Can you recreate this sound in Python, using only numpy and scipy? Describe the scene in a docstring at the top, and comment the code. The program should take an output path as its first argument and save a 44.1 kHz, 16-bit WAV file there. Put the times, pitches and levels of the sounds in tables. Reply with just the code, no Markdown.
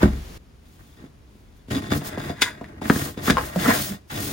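"""A large cardboard box lands on an office chair, which booms under it; a hand slides over the lid.
Then the lid is worked upwards until it comes free: flaps scrape, judder and snap past the walls.
Knocks and friction drive damped modes of panels, walls, flap edges and flutes; rasp and hiss are
shaped noise. Chair and judders are sines. Small room with diffuse echoes, steady air noise, close
stereo microphone."""
import sys
import numpy as np
from scipy import signal
from scipy.fft import rfft, irfft
from scipy.io import wavfile

SR = 44100
rng = np.random.default_rng(int(sys.argv[2]) if len(sys.argv) > 2 else 0)


def generate_wav(sig):
    """Save sig (samples, or channels by samples) to the path in sys.argv[1] as 16-bit PCM at SR."""
    pcm = np.round(np.clip(np.atleast_2d(sig).T, -1, 1) * 32767).astype(np.int16)
    wavfile.write(sys.argv[1], SR, pcm)


N = 190894
TIME = np.arange(N) / SR
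LANDING_S = 0.03

# Spectrum of rasping fibres and cracks. Each row: frequency in Hz, relative level in dB per Hz.
RASP_SPECTRUM = [(1200, -8), (2100, -2), (2600, -1.5), (3500, -1.5), (4300, -7.5), (5100, -8),
                 (6200, -11.5), (7200, -8), (8500, -13), (10500, -10.5), (15500, -46.5)]


def from_db(db):
    """Decibels to gain."""
    return 10 ** (np.asarray(db) / 20)


def unit_energy(response):
    """Scale a response to keep the power of white noise."""
    return response / np.sqrt(np.mean(np.sum(response ** 2, axis=-1)))


def at_hz(points, hz):
    """Interpolate a table on a log-frequency axis."""
    table = np.array(points)
    return np.interp(np.log(hz + 1), np.log(table[:, 0]), table[:, 1])


def through(force, response):
    """Convolve a force with a response."""
    return signal.fftconvolve(np.atleast_2d(force), response, axes=-1)[:, :N]


def above(x, edge_hz):
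    """Second-order high-pass, as small surfaces radiate little deep sound."""
    return signal.sosfilt(signal.butter(2, edge_hz, "high", fs=SR, output="sos"), x)


def decay(t, t60_s):
    """Falls by 60 dB in t60_s, silent before time zero."""
    return (t >= 0) * np.exp(-np.log(1000) * np.abs(t) / t60_s)


def swell(at_s, rise_s, fall_s):
    """Grows towards a moment and dies away after it, by a factor e per rise_s or fall_s."""
    return np.exp(-np.abs(TIME - at_s) / np.where(TIME < at_s, rise_s, fall_s))


def noise(spectrum):
    """Diffuse stereo noise of a given colour, its left-right likeness set by frequency; rms 1."""
    # Likeness of the two ports. Each row: frequency in Hz, correlation (limited to -1..1 below).
    likeness = [(140, 0.89), (280, 0.82), (600, -0.17), (1400, -0.03), (3500, 0.2), (7000, 0.54),
                (8400, -2.2), (9500, 1), (10800, 1), (11600, -2.8), (12600, -.9), (13400, .7), (14500, .6),
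                (15500, -0.78)]
    hz = np.fft.rfftfreq(N, 1 / SR)
    alike = np.clip(at_hz(likeness, hz), -1, 1)
    mid, side = rfft(rng.standard_normal((2, N)))
    common = np.sqrt(1 + alike) * mid
    opposed = np.sqrt(1 - alike) * side * [[1], [-1]]
    x = irfft(from_db(at_hz(spectrum, hz)) * (common + opposed), N)
    return x / x.std()


def ringing(modes, t, spread_rad):
    """Damped modes of alternating sign; each reaches the two ports up to spread_rad apart."""
    out = 0
    for k, (hz, db, t60_s) in enumerate(modes):
        phase = spread_rad * rng.uniform(-0.92, 1) / 2 * np.array([[1], [-1]])
        mode = decay(t, t60_s) * np.sin(2 * np.pi * hz * t + phase)
        out = out + (-1) ** k * from_db(db) * mode
    return out


def grains(per_s, uneven_db):
    """Tiny slips of random size and sign at random moments; rms 1."""
    excess_db = uneven_db * np.minimum(rng.exponential(1, N), 4)
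    sizes = from_db(excess_db) * rng.choice([-1, 1], N)
    x = sizes * (rng.random(N) < per_s / SR)
    return x / x.std()


def flutter(per_s, depth_db):
    """The uneven grip of a rough surface, as a gain of rms 1."""
    knots = np.arange(0, N / SR + 1, 1 / per_s)
    gain = from_db(depth_db * np.interp(TIME, knots, rng.standard_normal(len(knots))))
    return gain / np.sqrt(np.mean(gain ** 2))


def air():
    """Steady coloured noise of the room's air."""
    # Each row: frequency in Hz, relative level in dB per Hz.
    air_spectrum = [(15, -52), (25, -28), (37, -6.5), (59, 0.5), (103, -9), (271, -15.5), (318, -18),
                    (354, -19), (621, -25), (2300, -33.5), (15000, -47.5)]
    return from_db(-49.5) * noise(air_spectrum)


def chair():
    """Chair modes boom at the landing over a steady hiss; both stop abruptly at 0.38 s. A later tug jolts the
    chair modes again."""
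    # Chair and box base, struck together. Each row: frequency in Hz, level in dB, t60 in seconds.
    chair_modes = [(42.6, -22.5, 0.74), (66.2, -14.5, 0.61), (108.8, -17.5, 0.27), (210.6, -8, 0.22),
                   (357.4, -9, 0.14)]
    # A steady hiss from the start until the abrupt stop. Each row: frequency in Hz, relative level in dB per
    # Hz.
    early_hiss = [(100, 17.5), (300, 13), (700, 4.5), (2000, 1), (5000, -3.5), (11000, -9.5), (15000, -9)]
    hush_s, hush_ramp_s = 0.38, 0.0033
    jolt_s, jolt_db = 3.295, -9.5      # the hardest tug on the lid
    landing = ringing(chair_modes, TIME - LANDING_S, spread_rad=0.18)
    landing = landing + from_db(-42) * noise(early_hiss)
    jolt = from_db(jolt_db) * ringing(chair_modes, TIME - jolt_s, spread_rad=0.137)
    return landing * np.clip((hush_s - TIME) / hush_ramp_s, 0, 1) + jolt


def knocks(panels, walls):
    """A contact claps at its own pitch, chatters and cracks; walls ring, the panel thuds after."""
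    # Board on board. Each row: start in seconds, relative clap level in dB, contact pitch in Hz,
    # relative panel thud level in dB.
    knock_rows = [(0.018, -21, 910, -28), (0.029, -16, 514, -10.5), (0.054, -28, 1040, -13),
                  (1.038, -57, 600, -35.5), (1.351, -69, 500, -47), (1.682, -52, 600, -37),
                  (1.709, -26.5, 506, -25), (1.919, -24, 1030, -14.5), (2.017, -27, 716, -38),
                  (2.175, -20, 625, -24), (2.298, -22, 604, -23), (2.42, -9.5, 2060, -30.5),
                  (2.612, -27.5, 704, -30), (2.643, -31, 1910, -54), (2.817, -23, 750, -25),
                  (2.856, -23, 1730, -30), (2.899, -3, 1544, -6), (2.96, -19.5, 1630, -17.5),
                  (3.173, -29, 496, -25), (3.279, -12, 1320, -15), (3.299, -7.5, 1600, -8.5),
                  (3.37, -7.5, 1150, -28.5), (3.382, -10, 1060, -43), (3.56, -13.5, 630, -25.5),
                  (3.66, -12.5, 1320, -20.5)]
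    contact_t60_s = 0.0078      # at 1 kHz
    chatter_t60_s, crack_t60_s, crack_db = 0.052, 0.042, -24      # crack level is against the clap
    flex_s, thud_hz, thud_t60_s = 0.003, 225, 0.013      # flex_s delays the thud
    claps, pushes, cracks = np.zeros((3, N))
    t = TIME[:SR // 8]
    all_rebounds = rng.standard_normal((len(knock_rows), len(t)))
    for (at_s, clap_db, hz, thud_db), rebounds in zip(knock_rows, all_rebounds):
        start = int(at_s * SR)
        # fibres catch after the first touch
        chatter = unit_energy(rebounds * decay(t, chatter_t60_s) * (t > .001))
        touch = from_db(-1.5) * chatter
        touch[0] = 1
        clap = decay(t, contact_t60_s * np.sqrt(1000 / hz)) * np.sin(2 * np.pi * hz * t)
        claps[start:start + len(t)] += from_db(clap_db) * signal.fftconvolve(touch, clap)[:len(t)]
        cracks[start:start + len(t)] += from_db(clap_db + crack_db) * decay(t, crack_t60_s)
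        pushes[start + int(flex_s * SR)] += from_db(thud_db)
    hollow = above(from_db(4.0) * claps + from_db(-13.5) * through(claps, walls), edge_hz=480)
    thud = above(decay(t, thud_t60_s) * np.sin(2 * np.pi * thud_hz * t), edge_hz=107)
    flexing = from_db(12.5) * through(pushes, [thud]) + from_db(15.5) * through(pushes, panels)
    return hollow + flexing + cracks * noise(RASP_SPECTRUM)


def power(db, shape):
    """Power of an envelope at a level."""
    return (from_db(db) * shape) ** 2


def friction():
    """Strengths of drum, scrape, creak, rasp and hiss: landing, pushes, slides, skids add in power."""
    # An edge drags along the board. Each row: start in seconds, end in seconds, then relative
    # levels in dB of wall scrape, panel drumming and fibre rasp.
    push_rows = [(0.10, 0.17, -48.5, -33, -64), (0.643, 0.97, -69.5, -63, -67.5),
                 (0.783, 0.812, -58, -47, -76), (0.957, 1.064, -56, -42.5, -65.5),
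                 (1.254, 1.62, -82, -59.5, -75), (1.674, 1.70, -57, -36, -56),
                 (1.699, 1.774, -34, -24.5, -38.5), (1.811, 1.878, -42.5, -32, -48.5),
                 (1.894, 1.968, -35, -23, -46), (1.996, 2.157, -42.5, -37, -51.5),
                 (2.172, 2.306, -37.5, -29.5, -46.5), (2.35, 2.69, -51, -42.5, -64),
                 (2.677, 2.793, -54, -40.5, -82), (2.81, 3.082, -37, -30, -46),
                 (3.062, 3.17, -55.5, -45.5, -58.5), (3.164, 3.457, -41, -32, -50),
                 (3.455, 3.6, -41, -39, -53.5), (3.58, 3.784, -34, -27.5, -37.5),
                 (3.787, 3.941, -39.5, -36, -46.5), (4.094, 4.178, -36.5, -31.5, -41.5),
                 (4.17, 4.336, -40, -29.5, -45)]
    # Face over face. Each row: start in seconds, end in seconds, relative peak hiss level in dB.
    slide_rows = [(0.51, 1.142, -63.5), (1.25, 1.497, -70), (1.542, 1.605, -65), (1.698, 1.825, -49),
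                  (1.913, 2.011, -35.5), (2.021, 2.113, -37), (2.17, 2.37, -53), (2.803, 3.169, -33.5),
                  (3.2, 3.338, -33.5), (3.311, 3.574, -41), (3.486, 3.997, -29.5), (4.059, 4.448, -33.5)]
    # A flap lets go and skids. Each row: peak time in seconds, rise in seconds, fall in seconds,
    # then relative levels in dB of scrape, creak and rasp.
    skid_rows = [(1.924, 0.011, 0.015, -25.5, -42, -33.5), (2.15, 0.14, 0.28, -52, -45, -72),
                 (2.42, 0.0032, 0.0076, -42, -14, -13.5), (2.477, 0.052, 0.024, -42.5, -30.5, -40),
                 (3.282, 0.023, 0.044, -24, -39.5, -31), (3.30, 0.0014, 0.0078, -22, -21, -19),
                 (3.383, 0.014, 0.037, -26.5, -37.5, -56), (3.699, 0.047, 0.036, -21, -22.5, -33.5)]
    grip_s, release_s = 0.013, 0.017
    drum, scrape, creak, rasp, glide = np.zeros((5, N))

    # the base beds down on the seat: panels and walls shake, the underside rasps over the cover
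    settle = swell(LANDING_S, rise_s=0.017, fall_s=0.026)
    drum += power(-14.5, settle)
    scrape += power(-22.5, settle)
    rasp += power(-38, settle)

    for start_s, end_s, scrape_db, drum_db, rasp_db in push_rows:
        hold = np.clip((TIME - start_s) / grip_s, 0, 1)
        push = hold * np.exp(-np.maximum(TIME - end_s, 0) / release_s)
        scrape += power(scrape_db, push)
        drum += power(drum_db, push)
        rasp += power(rasp_db, push)
    for start_s, end_s, hiss_db in slide_rows:
        speed = np.sin(np.pi * np.clip((TIME - start_s) / (end_s - start_s), 0, 1))
        glide += power(hiss_db, speed ** 2)
    for at_s, rise_s, fall_s, scrape_db, creak_db, rasp_db in skid_rows:
        skid = swell(at_s, rise_s, fall_s)
        scrape += power(scrape_db, skid)
        creak += power(creak_db, skid)
        rasp += power(rasp_db, skid)

    # every scrape creaks a little, every slide rasps and every rasp hisses
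    creak = creak + from_db(-21.5) ** 2 * scrape
    rasp = rasp + from_db(-11.5) ** 2 * glide
    hiss = glide + from_db(-7.5) ** 2 * rasp_without_slides(rasp, glide)
    return np.sqrt([drum, scrape, creak, rasp, hiss])


def rasp_without_slides(rasp, glide):
    """Power of the rasp that edges make, less the share from sliding faces."""
    return np.maximum(rasp - from_db(-11.5) ** 2 * glide, 0)


def rubbing(panels, walls):
    """Slips shake the panels, walls and flap edges; fibres rasp and the smooth faces hiss."""
    # A tight flap edge in its slot. Each row: frequency in Hz, relative level in dB, t60 in seconds.
    creak_modes = [(994, 0.5, 0.032), (1462, 2.5, 0.04), (1608, 2, 0.07), (1710, 3, 0.038),
                   (1902, 1.5, 0.046), (2038, 2, 0.052), (2330, -3.5, 0.022), (2515, -10.5, 0.074)]
    # Cut flutes along an edge. Each row: frequency in Hz, relative level in dB, t60 in seconds.
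    flute_modes = [(2230, -2.5, 0.021), (3460, 1, 0.029), (3770, 0.5, 0.024), (4880, 1.5, 0.012),
                   (6720, -5, 0.011)]
    # Faces sliding. Each row: frequency in Hz, relative level in dB per Hz.
    hiss_spectrum = [(1500, -7), (4000, -0.5), (7000, -0.5), (9000, 0.5), (12200, -4.5), (14000, 2.5),
                     (15300, 1.5), (16000, 7)]
    drum, scrape, creak, rasp, hiss = friction()
    grip = flutter(per_s=160, depth_db=2.0)
    edge = unit_energy(above(ringing(creak_modes, TIME[:SR // 4], spread_rad=0.26), edge_hz=180))
    flutes = unit_energy(above(ringing(flute_modes, TIME[:SR // 8], spread_rad=1.22), edge_hz=800))

    drumming = from_db(-2.0) * through(drum * grip * grains(per_s=700, uneven_db=0.0), panels)
    scraping = from_db(1.5) * through(scrape * grip * grains(per_s=1800, uneven_db=3.6), walls)
    creaking = from_db(1.0) * through(creak * grains(per_s=4500, uneven_db=3.5), edge)
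    roughness = grip * flutter(per_s=6100, depth_db=-3.0)
    fibres = from_db(0.5) * rasp * roughness * noise(RASP_SPECTRUM)
    # flutes ring when an edge leads, not when the faces lie flat
    edgewise = rasp / np.hypot(rasp, hiss)
    fluting = from_db(0.5) * through(edgewise * rasp * grains(per_s=2500, uneven_db=9.5), flutes)
    faces = from_db(6.5) * hiss * flutter(per_s=190, depth_db=1.8) * noise(hiss_spectrum)
    return drumming + scraping + creaking + fibres + fluting + faces


def judders():
    """The lid sticks and slips in a quick rhythm, driving a panel in a lopsided swing."""
    # Each row: centre in seconds, half length in seconds (to 1/e), mean slips per second, level in dB.
    judder_rows = [(1.766, 0.0093, 267, -16), (1.959, 0.045, 144, -24.5), (3.578, 0.014, 172, -15),
                   (3.689, 0.012, 260, -9.5), (3.916, 0.017, 199, -24.5)]
    out, waver = np.zeros(N), flutter(per_s=220, depth_db=0.9)
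    for at_s, half_s, per_s, db in judder_rows:
        turn = 2 * np.pi * per_s * np.cumsum(waver) / SR
        swing = np.sin(turn) + from_db(-20.5) * np.sin(2 * turn)
        out += from_db(db) * np.exp(-((TIME - at_s) / half_s) ** 2) * swing
    return out


def office(x):
    """Adds diffuse echoes that set in after the nearest wall answers."""
    # Echo colour. Each row: frequency in Hz, relative level in dB per Hz.
    echo_spectrum = [(30, -8), (150, 1), (400, 1.5), (2000, -6), (6000, 0.5), (16000, -4.5)]
    wall_delay_s, room_t60_s, room_db = .005, 0.15, -10
    envelope = decay(TIME[:SR // 2] - wall_delay_s, room_t60_s)
    tail = unit_energy(noise(echo_spectrum)[:, :SR // 2] * envelope)
    return x + from_db(room_db) * through(x, tail)


def scene():
    """Box in the room, with the chair and steady air noise."""
    # Big hollow panels. Each row: frequency in Hz, relative level in dB, t60 in seconds.
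    panel_modes = [(91, -11.5, 0.052), (148.3, -4.5, 0.12), (163.4, 4.5, 0.011), (210, -6.5, 0.11),
                   (281.7, -1, 0.028), (307, 2, 0.043), (344.5, -2.5, 0.031), (419, -5.5, 0.022)]
    # Stiff walls and flaps. Each row: frequency in Hz, relative level in dB, t60 in seconds.
    wall_modes = [(450, 1.5, 0.026), (612.6, 3.5, 0.039), (721.6, -1, 0.053), (870, 0.5, 0.032),
                  (1073, 1, 0.031), (1218, 2.5, 0.022), (1376, 1.5, 0.02), (1579, 1, 0.022),
                  (1868, 1, 0.046), (2190, -3, 0.016), (2830, -10, 0.026), (3760, -37, 0.013)]
    panels = unit_energy(above(ringing(panel_modes, TIME[:SR // 2], spread_rad=0.21), edge_hz=31.0))
    walls = unit_energy(above(ringing(wall_modes, TIME[:SR // 4], spread_rad=2.25), edge_hz=450))
    box = knocks(panels, walls) + rubbing(panels, walls) + judders()
    return office(box) + chair() + air()


def record(dry):
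    """The left port hears slightly earlier; rumble and top are cut, peaks past full scale clip."""
    # The box shades the ports differently. Each row: frequency in Hz, left minus right in dB.
    shading = [(70, 1.5), (150, 0.3), (300, -3), (550, 5), (1100, 0.2), (2000, 0.5), (4500, 3.5), (9000, 0)]
    lead_s, cutoff_hz = .000018, 15900
    hz = np.fft.rfftfreq(N, 1 / SR)
    side = np.array([[.5], [-.5]])
    ports = from_db(side * at_hz(shading, hz)) * np.exp(2j * np.pi * hz * lead_s * side)
    heard = above(irfft(rfft(dry) * ports, N), edge_hz=19.6)
    low_pass = signal.ellip(10, .3, 70, cutoff_hz, fs=SR, output="sos")
    return np.clip(signal.sosfilt(low_pass, heard), -1, 1)


dry = scene()
out = record(dry)
generate_wav(out)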